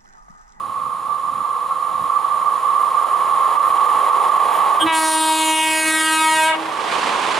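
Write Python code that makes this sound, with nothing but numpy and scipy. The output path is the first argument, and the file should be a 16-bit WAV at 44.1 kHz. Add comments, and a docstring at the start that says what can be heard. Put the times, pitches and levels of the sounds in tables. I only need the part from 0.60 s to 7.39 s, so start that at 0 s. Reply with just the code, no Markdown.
"""An electric express train runs through a station, heard from the edge of the platform.
First come wind-shaken noise bursts and the singing rails: noise through narrow resonances, over growing wheel roll.
A valve squeaks and the air horn blasts once: summed partials, combed by a sweeping ground echo, over a noise floor,
with trackside and station echoes; a limiter ducks all else with it. Then the wheels roar past, as coloured noise."""
import sys
import numpy as np
from scipy import signal
from scipy.fft import rfft, irfft
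from scipy.io import wavfile
from scipy.ndimage import uniform_filter1d, minimum_filter1d

SR = 44100
rng = np.random.default_rng(int(sys.argv[2]) if len(sys.argv) > 2 else 0)


def file_out(sig):
    """Save sig as 16-bit WAV at sys.argv[1]."""
    # one column per channel
    cols = np.atleast_2d(sig).T
    # limit, then scale
    lim = np.clip(cols, -1, 1)
    pcm = np.round(lim * 32767).astype(np.int16)
    wavfile.write(sys.argv[1], SR, pcm)


N = 299439
T, HZ = np.arange(N) / SR, np.fft.rfftfreq(N, 1 / SR)

# the train: its speed, when its front draws level, and how far to the side its horn passes
SPEED_M_PER_S, LEVEL_AT_S, OFFSET_M = 30, 6.08, 8.48
# when the air is on, and the fades of the blast
HORN_ON_S, HORN_OFF_S = 4.25, 5.85
HORN_ATTACK_S, HORN_RELEASE_S = 0.048, 0.088
# colour of the horn's flare: (frequency [Hz], level [dB])
FLARE = [(317, -9.7), (633, -8.3), (950, 3.1), (1270, -4.3), (1600, -4), (2300, -4.3), (3300, -9.5),
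         (3800, -12), (4800, -19), (6000, -22), (7200, -14.7), (8000, -15), (9300, -7.8), (11000, -18.3),
         (13000, -29), (15500, -37)]


def amp(db):
    """Decibels to gain."""
    return 10 ** (np.asarray(db) / 20)


def evened(x):
    """Scales to rms 1."""
    return x / np.sqrt(np.mean(x ** 2) + 1e-20)


def read(points, hz=HZ):
    """A curve joined by straight lines over log frequency."""
    f, value = np.transpose(points)
    return np.interp(np.log(hz + 1), np.log(f + 1), value)


def peaks(modes):
    """Gain over frequency of steep resonances, their powers added."""
    power = 0
    for hz, width, db in modes:
        detuning = (HZ - hz) / (0.58 * width)
        power = power + amp(db) ** 2 / (1 + detuning ** 2) ** 2
    return np.sqrt(power)


def swells(rows):
    """An envelope of short bell-shaped swells."""
    return sum(amp(db) * np.exp(-2 * ((T - s) / length) ** 2) for s, length, db in rows)


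def ramp(t, start, length):
    """A smooth step from 0 to 1."""
    return np.sin(np.pi / 2 * np.clip((t - start) / length, 0, 1)) ** 2


def wobble(rate_hz, size=4096):
    """A random wander of about rms 1, smoothed above the given rate."""
    slow_hz = np.fft.rfftfreq(size, T[-1] / size)
    slow = irfft(rfft(rng.standard_normal(size)) / (1 + (slow_hz / rate_hz) ** 4))
    return np.interp(T, np.linspace(0, T[-1], size), evened(slow))


def tones(rows, waver=0.0025, rate_hz=14):
    """Pure notes that each waver in pitch by their own random fraction."""
    total = 0
    for hz, db in rows:
        turns = np.cumsum(hz * (1 + waver * wobble(rate_hz))) / SR
        total = total + amp(db) * np.sqrt(2) * np.sin(2 * np.pi * turns)
    return total


def noise(gain, same, balance_db=0, phase=0):
    """Coloured noise of rms 1 at the two microphones; same is their likeness."""
    shared, own = rfft(rng.standard_normal((2, N)))
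    other = same * shared + np.sqrt(1 - same ** 2) * own
    lean = amp(balance_db / 2) * np.exp(0.5j * phase)
    return evened(irfft(gain * np.array([shared * lean, other / lean]), N))


def down_the_line(gain, same):
    """Noise arriving from far along the track, with its own balance and phase between the microphones."""
    # left against right: (frequency [Hz], left-right level [dB])
    far_balance = [(250, -1), (400, 0), (520, -4), (750, -0.5), (950, -7), (1080, 2.5), (1140, -12),
                   (1200, -11), (1320, 3), (1700, 0.5), (2300, 0.5), (15000, 0)]
    # lead of the left microphone: (frequency [Hz], phase [rad])
    far_phase = [(40, -0.33), (130, 0.72), (300, -0.44), (650, 0.73), (800, 1.02), (1000, 1.04),
                 (1160, 0.1), (1240, 1.1), (1400, 0.63), (2200, 0.43), (15000, 0.15)]
    return noise(gain, same, read(far_balance), read(far_phase))


def ahead(t=T):
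    """Metres that the train has still to run before it draws level."""
    return SPEED_M_PER_S * np.maximum(LEVEL_AT_S - t, 0)


def distance(t=T):
    """Metres from microphone to horn, held at the closest once the front is level."""
    return np.hypot(ahead(t), OFFSET_M)


def wind():
    """Low-pitched gusts on the microphone, over a rumble that grows as the train nears."""
    # gusts: (time [s], half-length [s], level [dB])
    gusts = [(.06, .092, -48), (.25, .11, -52), (.5, .17, -56), (.73, .072, -51), (.81, .04, -46),
             (1.34, .06, -51), (1.43, 0.045, -43), (4.26, 0.051, -43)]
    # wind spectrum: (frequency [Hz], density [dB per Hz])
    wind_colour = [(20, -16), (60, -5.5), (110, 2), (190, 3.5), (320, -3), (600, -32), (3000, -73)]
    rumble_db, loss_db_per_m = -52.3, 0.016
    rumble = amp(rumble_db - loss_db_per_m * ahead())
    return (swells(gusts) + rumble) * noise(amp(read(wind_colour)), same=0.86)


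def rails(tones_balance_db=-5):
    """Rough wheels drive the rails' bending modes, which carry far ahead of the train."""
    # bending resonances: (frequency [Hz], nominal width [Hz], level [dB])
    rail_modes = [(491.7, 5.9, -20), (924, 155, -21), (1046.6, 22, -8.5), (1085.3, 18, -7), (1101, 5.2, -1),
                  (1150, 71, -7), (1171, 31, -4), (1277, 22, -14), (1324, 19.5, -14)]
    # steady notes within the ringing: (frequency [Hz], level [dB])
    rail_tones = [(522, -30), (1080, -9), (1132, -10)]
    # surges of the ringing: (time [s], half-length [s], level [dB])
    surges = [(6.19, 0.059, -15), (6.345, .03, -3)]
    # full strength within reach, then a loss for each metre beyond
    singing_db, reach_m, loss_db_per_m = -13, 89.3, 0.1163
    level_db = singing_db - loss_db_per_m * np.maximum(ahead() - reach_m, 0)
    flutter = amp(-2.7 + 2.0 * wobble(48))
    ringing = flutter * down_the_line(peaks(rail_modes), same=0.97)
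    steady = tones(rail_tones) * amp(np.array([[1], [-1]]) * tones_balance_db / 2)
    return (amp(level_db) + swells(surges)) * (ringing + steady)


def approach():
    """The roll of the wheels through the air and their sizzle through the steel."""
    # distant wheels: (frequency [Hz], density [dB per Hz])
    roll_colour = [(25, -34), (60, -33), (130, -39), (190, -13.5), (260, -15.5), (340, -8), (430, -3),
                   (560, -2), (700, 2.5), (900, 9.5), (1250, -2), (1420, -6), (2100, -8.5), (2500, -13.5),
                   (3300, -12.5), (4100, -28.5), (5500, -31), (15000, -60)]
    # sizzle along the rails: (frequency [Hz], density [dB per Hz])
    hiss_colour = [(1000, -25), (4100, 3), (4500, -4), (6200, -8.5), (8300, -6), (9200, 1), (10000, 0),
                   (11200, -1.5), (13200, -10.5), (15500, -23)]
    # bands of sizzle that travel best: (frequency [Hz], nominal width [Hz], level [dB])
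    hiss_modes = [(3900, 110, 2), (6980, 240, 2.5), (7300, 290, -2), (9460, 230, 6)]
    # brief spits of sizzle: (time [s], half-length [s], level [dB])
    spit_times = [(1.43, .04, -52), (2.22, .05, -48), (3.08, .07, -44), (3.26, .05, -48), (3.96, 0.06, -40),
                  (4.228, .05, -37)]
    # level with the front alongside, before screening, less a loss for each metre still to run
    roll_db = -10 - 0.1655 * ahead()
    hiss_db = -31.2 - 0.107 * ahead()
    roll = amp(roll_db + 0.2 * wobble(21)) * down_the_line(amp(read(roll_colour)), same=0.94)
    hiss_gain = np.hypot(amp(read(hiss_colour)), peaks(hiss_modes))
    hiss = amp(hiss_db + 0.2 * wobble(30)) * down_the_line(hiss_gain, same=0.88)
    spits = swells(spit_times) * noise(peaks([(10400, 4200, -2), (13300, 900, -2)]), same=1.0)
    return roll + hiss + spits


def screened(track, from_m=66, most_db=18.5):
    """The train's body screens the track behind it, more and more over the last metres."""
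    return track * amp(-most_db * np.maximum(1 - ahead() / from_m, 0))


def station(x):
    """Sparse reflections off platform, roofs and trees, each band dying at its own speed."""
    # decay of the echo: (frequency [Hz], time to fall 60 dB [s])
    station_decay = [(300, 1), (1000, 0.7), (3000, 0.36), (10000, 0.048)]
    sparse = rng.standard_normal((2, SR)) * (rng.random((2, SR)) < 2000 / SR)
    taps = sparse * (T[:SR] > 0.004)  # nothing in the first 4 ms
    hz, t, z = signal.stft(taps, SR, nperseg=256)
    decay = amp(-60 * t / read(station_decay, hz)[:, None])
    tail = signal.istft(z * decay, SR, nperseg=256)[1]
    tail = tail + 0.17 * tail[::-1]  # some of each side in the other
    return signal.fftconvolve(x[None], tail / np.linalg.norm(tail[0]), axes=1)[:, :N]


def trackside(x, count=28, longest_s=0.03, drift=0.02, spread_s=0.00014, dull_hz=7000):
    """Echoes off masts, trees and platform slip behind the moving horn: each a little flat, beating with it."""
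    on = (T > HORN_ON_S - 0.02) & (T < HORN_OFF_S + 0.3)
    t, out = T[on], np.zeros((2, N))
    dulled = irfft(rfft(x) / np.hypot(1, HZ / dull_hz), N)[on]
    for delay, slip, side, sign in rng.random((count, 4)):
        # the lag starts below longest_s and grows steadily, which flattens the pitch
        lag = longest_s * delay + drift * slip ** 2 * (t - t[0])
        for channel, way in enumerate([-1, 1]):
            heard = np.interp(t - lag + way * spread_s * (side - 0.5), t, dulled, left=0)
            out[channel, on] += np.sign(sign - 0.5) * heard
    return out / np.sqrt(count)


def passing(knock_t60=0.21):
    """Wheels and rushing air alongside, with a few decaying knocks of the running gear."""
    # spectrum alongside: (frequency [Hz], density [dB per Hz])
    roar_colour = [(24, -45), (60, -31), (126, -20), (235, -8.5), (407, -4), (850, -1), (1080, 5.5),
                   (1300, -1), (1770, -6), (2060, -5.5), (2700, -7.5), (3200, -8), (5720, -20),
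                   (9410, -22.5), (15500, -59)]
    # knocks beside the platform: (time [s], level [dB])
    knock_times = [(6.315, -25), (6.384, -23), (6.47, -22), (6.635, -29), (6.71, -28)]
    # left against right alongside: (frequency [Hz], left-right level [dB])
    near_balance = [(200, 0.5), (700, -5.5), (2400, -6), (4400, -4.5), (8000, -3.5), (15000, 3)]
    # the wheels run behind the front, and this close to the microphone
    behind_m, wheels_offset_m = 9.2, 2.56
    roar_db, loss_db_per_doubling = -20.5, 4.5
    away = np.hypot(ahead(T - behind_m / SPEED_M_PER_S), wheels_offset_m)
    level_db = roar_db - loss_db_per_doubling * np.log2(away / wheels_offset_m)
    knocks = sum(amp(db - 60 * np.maximum(T - s, 0) / knock_t60) * (T > s) for s, db in knock_times)
    strength = np.hypot(amp(level_db + 1.1 * wobble(65)), knocks)
    return strength * noise(amp(read(roar_colour)), 0.71, read(near_balance))


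def blowing(t=T, closest_db=11):
    """Strength of the horn at the microphone: attack, hold and release, louder as it nears."""
    gate = ramp(t, HORN_ON_S, HORN_ATTACK_S) * (1 - ramp(t, HORN_OFF_S, HORN_RELEASE_S))
    return amp(closest_db) * gate * OFFSET_M / distance(t)


def noise_floor(floor_db=-23.5):
    """A broadband noise floor that rises and falls with the blast."""
    # floor spectrum: (frequency [Hz], density [dB per Hz])
    floor_colour = [(25, -22), (70, -10), (170, -4.5), (300, -5), (500, -2), (1100, -2), (3000, -8),
                    (6000, -13.5), (15000, -45)]
    return amp(floor_db) * blowing() * noise(amp(read(floor_colour)), same=0.72)


def valve():
    """The air valve squeaks open on a few quickly wavering notes."""
    # squeak: (time [s], half-length [s], level [dB])
    squeak = [(4.224, .024, -14)]
    # notes of the squeak: (frequency [Hz], level [dB])
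    squeak_notes = [(1600, -10), (3000, -8.5), (3230, -2), (3560, -16), (8500, -15.5), (8850, -15)]
    return swells(squeak) * tones(squeak_notes, waver=0.008, rate_hz=80)


def free_swing():
    """The diaphragm swings freely on its own note as the air arrives and after it is shut off."""
    # swings: (time [s], half-length [s], level [dB])
    swing_times = [(4.25, 0.039, -19), (6.02, 0.15, -33)]
    # the diaphragm's note: (frequency [Hz], level [dB])
    swing_note = [(320, 0)]
    return swells(swing_times) * tones(swing_note)


def shimmer(hz, t, depth=0.74, size=70):
    """Unsteady air shifts each partial's strength and phase on its own, the high ones most."""
    knots = rng.standard_normal((len(hz), size, 2)) @ [1, 1j]
    knot_times = np.linspace(t[0], t[-1], size)
    drift = np.array([np.interp(t, knot_times, row) for row in knots])
    return 1 + depth * hz ** 2 / (hz ** 2 + 5000 ** 2) * drift


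def air_jet(turns, on, leak=0.16, puff=0.26):
    """Air hisses through the gap in one puff a cycle, coloured by the flare."""
    colour = amp(read(FLARE)) / (1 + (5000 / (HZ + 1)) ** 6)
    hiss = irfft(rfft(rng.standard_normal(N)) * colour, N)[on]
    return evened(hiss * (leak + np.exp(-(turns % 1) / puff)))


def ground_comb(hz, t, echo=0.7, sound_m_per_s=343):
    """The ground echo combs the partials, its notches sweeping lower as the train nears."""
    horn_height_m, mic_height_m = 3.008, 0.862  # above the platform
    # soft ground turns the echo slightly forward; it builds up early in the blast
    lead_s, from_s, build_s = 0.00011, 4.3, 0.15
    lag = 2 * horn_height_m * mic_height_m / distance(t) / sound_m_per_s - lead_s
    # rough ground scatters the treble and mirrors the rest
    mirrored = echo * ramp(t, from_s, build_s) / (1 + (hz / 7000) ** 2)
    return 1 + mirrored * np.exp(-2j * np.pi * hz * lag)


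def horn(jitter_s=5e-6, flutter_db=1.3, sweep_s=0.0006, jet_db=-17.5):
    """A diaphragm chops air into sharp pulses, built here from 49 harmonics and a pulsed hiss."""
    # it runs sharp while the pressure is low
    horn_hz, sharp_hz, rise_s, fall_s = 316.4, 14, 0.08, 0.13
    # the flare beams its treble ahead: loss when heard side-on, half of it (in dB) at beam_hz
    beam_loss_db, beam_hz = 12.5, 4150
    # the buzzing top partials need full pressure: they come late
    buzz_delay_s, buzz_attack_s, buzz_release_s, buzz_floor_db = 0.052, 0.078, 0.096, -21

    on = (T > HORN_ON_S) & (T < HORN_OFF_S + HORN_RELEASE_S)
    t = T[on]
    filling = 1 - np.exp(-(t - HORN_ON_S) / rise_s)
    pressure = filling * np.exp(-np.maximum(t - HORN_OFF_S, 0) / fall_s)
    pitch = horn_hz + sharp_hz * (1 - pressure)
    turns = np.cumsum(pitch) / SR + pitch * jitter_s * wobble(100)[on]

    order = np.arange(1, 50)[:, None]
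    hz = order * horn_hz
    # in each pulse the steep front comes first and the low partials trail
    trail = np.cumsum(sweep_s * horn_hz / (1 + hz / 2500), axis=0)
    # turbulent air makes the treble flutter, and it fades as the flare turns side-on
    treble_db = flutter_db * wobble(140)[on] - beam_loss_db * (OFFSET_M / distance(t)) ** 2
    treble = amp(treble_db * hz ** 2 / (hz ** 2 + beam_hz ** 2))
    bell = amp(read(FLARE, hz))
    partials = bell / np.linalg.norm(bell) * treble * ground_comb(hz, t) * shimmer(hz, t)
    waves = (partials * np.exp(2j * np.pi * (order * turns - trail))).real

    top = hz[:, 0] > 3950
    jet = amp(jet_db) * treble[-1] * air_jet(turns - trail[-1], on)
    buzz = ramp(t, HORN_ON_S + buzz_delay_s, buzz_attack_s) * (1 - ramp(t, HORN_OFF_S, buzz_release_s))
    buzzing = np.maximum(buzz, amp(buzz_floor_db)) * (waves[top].sum(0) + jet)
    out = np.zeros(N)
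    out[on] = blowing(t) * (waves[~top].sum(0) + buzzing)
    return out


def scene(near_echo_db=-9.5, far_echo_db=-35):
    """Wind, track, passing train, and the horn with its echoes."""
    blast = horn() + free_swing()
    # the distance loss is undone: the station's echo does not grow as the horn nears
    far_echo = amp(far_echo_db) * station(blast * distance() / OFFSET_M)
    near_echo = amp(near_echo_db) * trackside(blast)
    track = screened(rails() + approach())
    return wind() + track + passing() + far_echo + near_echo + noise_floor() + valve() + blast


def record(dry, ceiling_db=-5.5, ratio=25, recovery_db_per_s=300, edge_hz=15700):
    """A peak limiter holds the horn down and ducks all else with it; then a low-pass."""
    peak_db = 20 * np.log10(-minimum_filter1d(-abs(dry).max(0), size=400) + 1e-9)
    # the held peak may fall only at the recovery rate
    fall = T * recovery_db_per_s
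    held_db = np.maximum.accumulate(peak_db + fall) - fall
    over_db = np.maximum(held_db - ceiling_db, 0)
    limited = dry * amp(-(1 - 1 / ratio) * uniform_filter1d(over_db, size=400))
    low_pass = signal.firwin(1023, edge_hz, window=("kaiser", 9), fs=SR)
    return signal.oaconvolve(limited, low_pass[None], "same")


dry = scene()
out = record(dry)
file_out(out)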